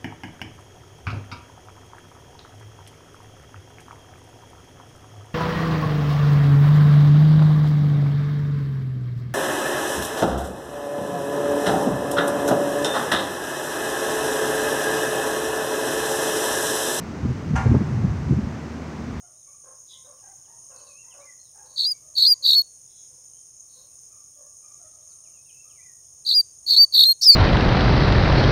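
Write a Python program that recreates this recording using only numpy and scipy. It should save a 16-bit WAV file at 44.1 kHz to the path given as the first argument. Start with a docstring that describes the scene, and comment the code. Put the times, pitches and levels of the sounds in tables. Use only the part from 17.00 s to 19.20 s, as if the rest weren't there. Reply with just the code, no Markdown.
"""A steady wash of town and trees and a distant engine hum, at a steel footbridge over a river.
Wind eddies buffet the microphone in short low puffs. Then one metal clank: a blow with a quick
rattle rings the steelwork's modes and echoes off the banks, then off far houses and trees.
Wash, wind and echoes are shaped noise; the engine is wavering harmonics, the steel beating partials."""
import sys
import numpy as np
from scipy import signal
from scipy.fft import rfft, irfft
from scipy.io import wavfile

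SR = 44100
rng = np.random.default_rng(int(sys.argv[2]) if len(sys.argv) > 2 else 0)


def dump(signal):
    """Clip the signal to [-1, 1] and save it as 16-bit WAV at the path in sys.argv[1]."""
    limited = np.clip(np.atleast_2d(signal).T, -1, 1)
    pcm = np.round(limited * 32767).astype(np.int16)
    wavfile.write(sys.argv[1], SR, pcm)


N = 97020

# town and trees: freq_hz, relative_db
WASH_SPECTRUM = [(20, -17.5), (40, -20.5), (60, -16.5), (110, -7.5), (190, -5), (270, -4), (330, -9.5),
                 (420, -12.5), (550, -16.5), (1150, -20), (2100, -26.5), (3400, -36), (4500, -36.5),
                 (6200, -35), (7500, -43.5), (9200, -50.5), (11000, -59.5), (15500, -59.5)]
WASH_DB = -34.5

# engine harmonics, fundamental first: rms_db
ENGINE_HARMONICS_DB = [-41, -42.5, -43, -56.5, -54]
ENGINE_HZ, ENGINE_WANDER_RATIO, ENGINE_FLUTTER_DB = 76.98, 0.0159, 2

# wind push on the microphone: time_s, level_db
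BREEZE_CURVE = [(0, -37), (.21, -54), (.25, -23), (.33, -33), (.44, -36.5), (.53, -20), (.63, -27.5),
                (.72, -22.5), (.87, -27), (.96, -21), (1.11, -23.5), (1.23, -30), (1.35, -24), (1.45, -49),
                (1.56, -30), (1.63, -72), (1.95, -49), (2.1, -33)]
BREEZE_EDGE_HZ = 162
# wind puffs: peak_s, fall_s, level_db, edge_hz
BUFFETS = [(0.232, 0.006, -14, 170), (0.251, 0.01, -12, 214), (0.287, 0.018, -25, 160),
           (0.312, 0.017, -20.5, 165), (0.47, 0.012, -29, 150), (0.513, 0.0084, -22, 170),
           (0.541, 0.0097, -17, 210), (.66, 0.013, -20, 440), (0.668, 0.017, -12, 175),
           (0.692, 0.021, -12.5, 139), (0.714, 0.017, -11, 232), (0.748, 0.012, -13.5, 400),
           (.75, 0.0064, -29, 1190), (0.765, 0.012, -17, 197), (0.812, 0.017, -18.5, 268),
           (1.048, 0.022, -17, 240), (1.097, 0.019, -23, 161), (1.267, 0.016, -21, 140),
           (1.309, 0.02, -14, 206), (1.327, 0.011, -17, 267), (1.372, 0.015, -17, 154),
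           (1.391, 0.01, -17.5, 213), (1.433, 0.011, -20, 193), (1.466, 0.013, -21.5, 232)]
BUFFET_RISE_RATIO = 0.5
WIND_LOW_HZ, WIND_LOW_ORDER, WIND_HIGH_ORDER = 67.8, 4.5, 4.2

# blow and rattle: start_s, gain_db
BLOWS = [(.554, -6), (.559, -1.5), (.573, -9), (0.61, -12)]
CONTACT_S = 0.0028
# dense higher modes at each blow: freq_hz, relative_db
CLASH_SPECTRUM = [(400, -26), (650, -12), (820, 1.5), (1100, 0.5), (1450, 3), (2200, -7.5), (3000, -10),
                  (3800, -24), (6300, -14), (8000, -25), (10500, -34), (15000, -54)]
CLASH_DB, CLASH_T60_S = -22, 0.08
# steelwork modes: pitch_hz, gain_db, t60_s
STEEL_MODES = [(772, -1, .48), (880, 0, .44), (953, -6, .42), (1081, -9, .6), (1151, -10, .55),
               (1181, -11, .6), (1368, -9, .36), (1411, -3, .33), (1596, -12, .55), (1624, -13, .95),
               (1776, -12, .5), (1857, -14, .5), (2110, -14, .52), (2322, -18, .42), (2773, -21, .6)]
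STEEL_DB = -29.5
# thin lingering shimmer: freq_hz, relative_db
SHIMMER_SPECTRUM = [(9000, -35.5), (9900, -3), (10300, -1), (10700, -10), (11300, -34)]
SHIMMER_DB, SHIMMER_T60_S, SHIMMER_RISE_S = -67, 0.93, 0.015
# echo off the banks: freq_hz, relative_db
BANK_SPECTRUM = [(400, -7), (800, 1.5), (1300, -4.5), (2000, -5), (2800, -19), (3800, -25), (6200, -18.5),
                 (8500, -31.5), (12000, -48), (15000, -56)]
BANK_DB, BANK_T60_S, BANK_RISE_S = -25, 0.4, 0.025
# reverberation from far houses and trees: freq_hz, relative_db
FAR_SPECTRUM = [(400, -16), (800, 3), (1300, -7), (2000, -7.5), (3000, -22.5), (6200, -24.5), (8500, -36),
                (15000, -56)]
FAR_DB, FAR_T60_S, FAR_RISE_S = -36.5, 2.12, 0.076

LOW_CUT_HZ, HIGH_CUT_HZ = 47.6, 15830
TIME_S = np.arange(N) / SR
BINS_HZ = np.fft.rfftfreq(N, 1 / SR) + 1  # offset avoids log(0)


def amp(db):
    return 10 ** (np.asarray(db) / 20)


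def unit_rms(x):
    return x / np.sqrt(np.mean(x ** 2) + 1e-20)


def add(mix, start_s, sound):
    part = mix[max(round(start_s * SR), 0):][:len(sound)]
    part += sound[:len(part)]


def noise(bin_gain):
    return unit_rms(irfft(rfft(rng.standard_normal(N)) * bin_gain, N))


def coloured(spectrum):
    freq_hz, relative_db = np.transpose(spectrum)
    return noise(amp(np.interp(np.log(BINS_HZ), np.log(freq_hz), relative_db)))


def drift(rate_hz):
    return noise(1 / (1 + (BINS_HZ / rate_hz) ** 4))


def wash():
    """Distant town and leaves: steady noise."""
    return amp(WASH_DB) * coloured(WASH_SPECTRUM)


def engine():
    """Far hum: harmonics share a wandering pitch, each wavers in level."""
    pitch_hz = ENGINE_HZ * (1 + ENGINE_WANDER_RATIO * drift(rate_hz=8.07))
    cycles = np.cumsum(pitch_hz) / SR
    out = np.zeros(N)
    for harmonic, rms_db in enumerate(ENGINE_HARMONICS_DB, 1):
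        peak = np.sqrt(2) * amp(rms_db + ENGINE_FLUTTER_DB * drift(rate_hz=5.5))
        out += peak * np.sin(2 * np.pi * (harmonic * cycles + rng.random()))
    return out


def turbulence(edge_hz):
    """Low eddy noise, levelled to even strength."""
    low_loss = 1 + (WIND_LOW_HZ / BINS_HZ) ** (2 * WIND_LOW_ORDER)
    high_loss = 1 + (BINS_HZ / edge_hz) ** (2 * WIND_HIGH_ORDER)
    eddies = noise(1 / np.sqrt(low_loss * high_loss))
    local_power = signal.fftconvolve(eddies ** 2, np.hanning(SR // 30), "same")
    return unit_rms(eddies / np.sqrt(abs(local_power) + 1e-9))


def wind():
    """Eddies on the microphone: breeze rumble plus puffs that hit fast and ease off."""
    breeze_db = np.interp(TIME_S, *np.transpose(BREEZE_CURVE))
    out = amp(breeze_db) * turbulence(BREEZE_EDGE_HZ)
    for peak_s, fall_s, level_db, edge_hz in BUFFETS:
        width_s = fall_s * np.where(TIME_S < peak_s, BUFFET_RISE_RATIO, 1)
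        puff = np.exp(-((TIME_S - peak_s) / width_s) ** 2)
        out += amp(level_db) * puff * turbulence(edge_hz)
    return out


def rise_decay(gain_db, t60_s, rise_s):
    return (1 - np.exp(-TIME_S / rise_s)) * amp(gain_db - 60 * TIME_S / t60_s)


def clash():
    """Each blow briefly excites dense higher modes."""
    out = np.zeros(N)
    for start_s, blow_db in BLOWS:
        envelope = rise_decay(CLASH_DB + blow_db, CLASH_T60_S, CONTACT_S)
        add(out, start_s, envelope * coloured(CLASH_SPECTRUM))
    return out


def steel_ring(scatter_gain=0.56, scatter_width_hz=23):
    """Blows feed energy to each mode; close neighbours and reflections make it beat."""
    out = np.zeros(N)
    for pitch_hz, mode_db, t60_s in STEEL_MODES:
        energy = np.zeros(N)
        for start_s, blow_db in BLOWS:
            add(energy, start_s, rise_decay(blow_db + mode_db, t60_s, CONTACT_S) ** 2)
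        tone = np.sin(2 * np.pi * (pitch_hz * TIME_S + rng.random()))
        scatter = noise(1 / (1 + ((BINS_HZ - pitch_hz) / scatter_width_hz) ** 2))
        out += amp(STEEL_DB) * np.sqrt(energy) * (tone + scatter_gain * scatter)
    return out


def clank():
    """Struck steel; shimmer and diffuse near and far echoes build from the first blow."""
    out = clash() + steel_ring()
    shimmer = rise_decay(SHIMMER_DB, SHIMMER_T60_S, SHIMMER_RISE_S) * coloured(SHIMMER_SPECTRUM)
    bank_echo = rise_decay(BANK_DB, BANK_T60_S, BANK_RISE_S) * coloured(BANK_SPECTRUM)
    far_echo = rise_decay(FAR_DB, FAR_T60_S, FAR_RISE_S) * coloured(FAR_SPECTRUM)
    first_blow_s = BLOWS[0][0]
    add(out, first_blow_s, shimmer + bank_echo + far_echo)
    return out


def scene():
    return (wash() + engine() + wind() + clank())[None]


def record(dry):
    """Microphone low cut, then a steep treble limit."""
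    low_cut = signal.butter(4, LOW_CUT_HZ, "highpass", fs=SR, output="sos")
    high_cut = signal.firwin(511, HIGH_CUT_HZ, window=("kaiser", 9), fs=SR)
    return signal.oaconvolve(signal.sosfilt(low_cut, dry), high_cut[None], "same")


dry = scene()
out = record(dry)
dump(out)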